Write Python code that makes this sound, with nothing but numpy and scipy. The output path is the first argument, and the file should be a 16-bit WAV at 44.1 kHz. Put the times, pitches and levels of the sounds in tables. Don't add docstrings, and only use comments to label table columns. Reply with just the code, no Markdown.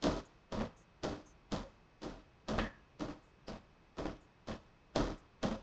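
import sys
import numpy as np
from scipy import signal
from scipy.fft import rfft, irfft
from scipy.io import wavfile
from scipy.ndimage import uniform_filter1d, minimum_filter1d

SR = 44100
rng = np.random.default_rng(int(sys.argv[2]) if len(sys.argv) > 2 else 0)


def unload_audio(sound):
    columns = np.transpose(np.atleast_2d(sound))
    steps = np.round(np.clip(columns, -1, 1) * 32767)
    wavfile.write(sys.argv[1], SR, steps.astype(np.int16))


N = 248238
RING = 32768
LEVEL_S = .1
SUPPRESS_DB = 11.5

# t/s, toe level/dB, ball level/dB, sinking weight level/dB, heel level/dB,
# gap between the first touches/s, heel delay/s, extra tick/dB, extra boom/dB
JUMPS = [ (.025, -43.5, -38, -35.5, -45.5, 0.015, .088, 4, -4),
         (.523, -45, -46.5, -46, -41, 0.011, 0.086, -2, 0.5),
         (1.035, -45, -41.5, -57.5, -47, .007, .078, 1, -0.5),
         (1.521, -43, -45, -53, -52, 0.0069, 0.07, 0.5, 3.5),
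         (2.019, -53, -47.5, -54, -50.5, 0.013, 0.089, 2, -2),
         (2.485, -42.5, -43.5, -42.5, -37.5, .014, 0.096, -0.5, -1),
         (2.996, -50, -46, -57, -46.5, .011, 0.087, 0, -3.5),
         (3.482, -49, -53.5, -52.5, -57.5, .012, .075, -2, -1.5),
         (3.970, -51, -44.5, -57, -42, .014, .085, -1.5, 0),
         (4.473, -51, -47.5, -56, -60, .011, .057, 1, 4),
         (4.960, -37.5, -40, -40, -48.5, 0.0071, .115, -1, -1),
         (5.430, -42, -40, -50.5, -45.5, 0.007, 0.082, -1, 1)]
# sink delay/s, push delay/s, push against ball level/dB
KNEE_BENDS = [(.043, .140, -8.5), (.050, .115, -19.5)]
TOUCH_MIX = {"toe": (0.5, -7, -9.5, -9.5), "first ball": (-1.5, -9, -15.5, -14),
             "second ball": (0.5, -15.5, -21.5, -9.5), "sink": (0, -12, -25.5, -5),
             "heel": (-1, -9.5, -21, -7), "push-off": (1.5, -16.5, -18, -17)}
# f/Hz, width/Hz, gain with feet apart/dB, gain with feet together/dB
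BOARD_NOTES = [(106.4, 13, 5.5, 10.5), (164, 19, 5.5, 6.5), (216, 22.5, 6.5, 13), (300.6, 31, 13.5, 3),
               (395, 6.1, 9.5, 1.5), (510.3, 35, 4.5, 6), (556.6, 14, 0, 7.5), (644, 49, 8.5, 6.5),
               (782, 15, 8.5, 6), (946, 67, 2, 1), (1190, 5.5, -4, -12.5), (1279, 9.2, 7, -1.5),
               (1434, 24, 4, -8.5), (1850, 99, 1.5, -2.5)]
# f/Hz, time to fade by 60 dB/s, relative level/dB
JOIST_NOTES = [(32.3, 0.28, -1), (40.9, 0.49, 9), (80.5, 0.37, 5.5), (113.5, 0.58, 0.5)]
# f/Hz, relative level/dB
KNOCK_COLOUR = [(40, -13.5), (100, -6.5), (170, -1), (300, -1.5), (600, -3), (850, -11.5), (1300, -13),
                (3000, -56)]
SLAP_COLOUR = [(300, -42), (700, 3), (1100, 8), (1600, 1.5), (2300, -5), (3200, -5.5), (6000, -55)]
TICK_COLOUR = [(800, -25), (2200, -20), (3200, 4), (5000, 2.5), (6300, -2.5), (7400, -8.5), (8300, -25),
               (9000, -39)]
# t/s, level/dB
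SHOE_CLAPS = [(.601, -57), (2.588, -41.5), (4.514, -56.5), (5.521, -63)]
# f/Hz, width/Hz, gain/dB
SOLE_NOTES = [(600, 300, 8), (1220, 410, 8.5), (1680, 190, 8), (2540, 180, 1), (2960, 130, -2)]
# t/s, length/s, f/Hz, width/Hz, glide as a share of f, level/dB
RUBS = [(0.25, 0.029, 6840, 320, -0.044, -60.5), (0.762, 0.084, 6500, 1000, -0.027, -64),
        (1.255, 0.08, 6520, 410, -0.075, -60), (1.635, 0.056, 547, 9, -0.012, -46.5),
        (2.627, 0.19, 1844, 120, -0.11, -52), (3.218, 0.1, 6700, 2000, 0.014, -76),
        (3.466, 0.054, 5000, 730, -0.11, -59), (4.203, 0.063, 6800, 790, 0, -72.5),
        (5.174, 0.04, 6660, 1800, -0.018, -67.5), (5.557, 0.045, 538, 4.9, 0.021, -47.5)]
# f/Hz, relative level/dB
AIR_COLOUR = [(12, -36.5), (20, -8), (44, -6), (108, -11.5), (158, -10), (284, -20), (314, -15.5),
              (438, -18), (565, -21), (1040, -22), (1490, -26), (2480, -29.5), (2740, -31.5), (5750, -40),
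              (8870, -59), (11500, -77.5), (19500, -120)]
# f/Hz, level/dB
FAN_TONES = [(43.1, -76), (279.9, -85.5), (829.0, -95.5), (963.6, -91), (1141, -88.5), (2573, -84)]


def landings():
    out = np.zeros(N)
    knock = [make_filter(colour(KNOCK_COLOUR, RING) * boards(stance)) for stance in range(2)]
    slap = [make_filter(colour(SLAP_COLOUR, RING) * boards(stance)) for stance in range(2)]
    tick = make_filter(colour(TICK_COLOUR, RING))
    for i, jump in enumerate(JUMPS):
        start_s, toe_db, ball_db, sink_db, heel_db, roll_s, heel_s, tread_db, boom_db = jump
        stance = i % 2
        sink_s, push_s, push_db = KNEE_BENDS[stance]
        touches = [("toe", 0, toe_db), ("first ball", roll_s, ball_db),
                   ("second ball", 2 * roll_s, ball_db), ("sink", sink_s, sink_db),
                   ("heel", heel_s, heel_db), ("push-off", push_s, ball_db + push_db)]
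        for part, delay_s, strength_db in touches:
            levels = strength_db + np.array(TOUCH_MIX[part]) + [0, 0, tread_db, boom_db]
            brief = part in ("toe", "first ball")
            add(out, start_s + delay_s, sole_touch(knock[stance], slap[stance], tick, *levels, brief))
        brush = skim(swell_s=0.009)
        brush_filter = undb(-2) * knock[stance] + undb(-3) * slap[stance] + undb(tread_db - 11.5) * tick
        add(out, start_s - len(brush) / SR, undb(toe_db) * irfft(rfft(brush, RING) * brush_filter))
    return out


def sole_touch(knock, slap, tick, knock_db, slap_db, tick_db, boom_db, brief):
    noise = rng.standard_normal((3, RING))
    grip = unit(undb(3.8 * np.repeat(rng.standard_normal(RING // 64), 64)))
    hardness_db = min(tick_db + 52, 6)
    click = undb((-3 if brief else -7) + 0.22 * hardness_db) * tread_snap(depth_db=3)
    tap_s = 0.011 if brief else 0.015
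    blow = undb(knock_db) * knock * echoes(noise[0], undb(-10.5), 0.013, room_db=2.5, fade_s=0.42)
    blow += undb(slap_db) * slap * echoes(noise[1] * grip, undb(-20.5), 0.0091, room_db=0, fade_s=0.77)
    blow += undb(tick_db) * tick * echoes(noise[2] * grip, click, tap_s, room_db=2, fade_s=0.63)
    return irfft(blow) + undb(boom_db) * joists(rise_s=0.0031)


def boards(stance):
    hz = np.fft.rfftfreq(RING, 1 / SR)
    power = sum(undb(db[stance]) ** 2 / (1 + (2 * (hz - note_hz) / width) ** 2)
                for note_hz, width, *db in BOARD_NOTES)
    return np.sqrt(1 + power)


def joists(rise_s):
    t = np.arange(RING) / SR
    swing = np.zeros(RING)
    for hz, fade_s, db in JOIST_NOTES:
        hz *= 1 + 0.054 * rng.standard_normal()
        swing += undb(db) * fade(t, fade_s) * np.sin(2 * np.pi * hz * t)
    return swing * (1 - np.exp(-t / rise_s))


def tread_snap(depth_db):
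    ripple = signal.resample(rng.standard_normal(80), RING // 2 + 1)
    return make_filter(undb(depth_db * ripple))


def skim(swell_s):
    t = np.arange(RING // 16) / SR
    return rng.standard_normal(len(t)) * np.exp((t - t[-1]) / swell_s)


def shoe_claps():
    out = np.zeros(N)
    soften = signal.butter(3, 3900, fs=SR, output="sos")
    for start_s, clap_db in SHOE_CLAPS:
        blow = irfft(echoes(rng.standard_normal(RING), undb(-10), .012, room_db=-6, fade_s=.42))
        ring = sum(undb(db) * resonate(blow, hz, width) for hz, width, db in SOLE_NOTES)
        clack = unit(signal.sosfilt(soften, ring))
        add(out, start_s, undb(clap_db) * clack * np.sqrt(LEVEL_S * SR / RING))
    return out


def squeaks():
    out = np.zeros(N)
    for start_s, length_s, hz, width, glide, db in RUBS:
        progress = np.linspace(0, 1, int(length_s * SR))
        slips = np.sqrt(2 * np.pi * width / SR) * rng.standard_normal(RING)[:len(progress)]
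        phase = np.cumsum(2 * np.pi * hz * (1 + glide * progress) / SR + slips)
        tone = unit(resonate(np.sin(phase), hz, hz / 4))
        rise_and_fall = undb(3.5) * np.minimum(progress / 0.12, 1) * np.sqrt(1 - progress)
        add(out, start_s, undb(db) * tone * rise_and_fall)
    return out


def echoes(noise, direct, shudder_s, room_db, fade_s):
    t = np.arange(RING) / SR
    shudder = unit(np.exp(-t / shudder_s))
    room = unit((1 - np.exp(-t / 0.0016)) * fade(t, fade_s))
    paths = rfft(noise * np.hypot(shudder, undb(room_db) * room))
    paths *= make_filter(uniform_filter1d(abs(paths) ** 2, size=110) ** -.5)
    return unit(direct + unit(paths)) * np.sqrt(LEVEL_S * SR)


def ventilation():
    t = np.arange(N) / SR
    air = unit(irfft(rfft(rng.standard_normal(N)) * colour(AIR_COLOUR, N), N))
    drifts = np.cumsum(rng.standard_normal((len(FAN_TONES), N)), axis=1) / np.sqrt(SR)
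    tones = sum(undb(db) * np.sqrt(2) * np.sin(2 * np.pi * hz * t + 5 * drift)
                for (hz, db), drift in zip(FAN_TONES, drifts))
    return undb(SUPPRESS_DB) * (undb(-65) * air + tones)


def undb(db):
    return 10 ** (np.asarray(db) / 20)


def unit(x):
    return x / np.sqrt(np.mean(abs(x) ** 2))


def fade(t, fade_s):
    return np.exp(-np.log(1000) * t / fade_s)


def colour(points, size):
    hz, db = np.transpose(points)
    return undb(np.interp(np.log(np.fft.rfftfreq(size, 1 / SR) + 1), np.log(hz), db))


def make_filter(gain):
    cepstrum = irfft(np.log(unit(gain) + 1e-6))
    cepstrum[1:RING // 2] *= 2
    cepstrum[RING // 2 + 1:] = 0
    return np.exp(rfft(cepstrum))


def resonate(x, hz, width):
    return signal.lfilter(*signal.iirpeak(hz, hz / width, fs=SR), x)


def add(out, start_s, sound):
    i = int(start_s * SR)
    part = sound[max(-i, 0):N - i]
    out[max(i, 0):max(i, 0) + len(part)] += part


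def scene():
    return (landings() + shoe_claps() + squeaks() + ventilation())[None]


def suppressor(x, open_db, follow, hold_s):
    power = uniform_filter1d(x ** 2, size=1000).clip(0)
    level_db = 10 * np.log10(power + 1e-18)
    hold = int(hold_s * SR)
    held_db = -minimum_filter1d(-level_db, hold, origin=(hold - 1) // 2)
    peak_db = -minimum_filter1d(-level_db, size=22000)
    threshold_db = open_db + follow * np.maximum(peak_db - open_db, 0)
    opening = uniform_filter1d(.5 + .5 * np.tanh((held_db - threshold_db) / 3), size=600)
    return x * undb(-SUPPRESS_DB * (1 - opening))


def record(dry):
    quieted = suppressor(dry, open_db=-50, follow=0.54, hold_s=0.026)
    return signal.sosfilt(signal.ellip(8, .2, 70, 8700, fs=SR, output="sos"), quieted)


dry = scene()
out = record(dry)
unload_audio(out)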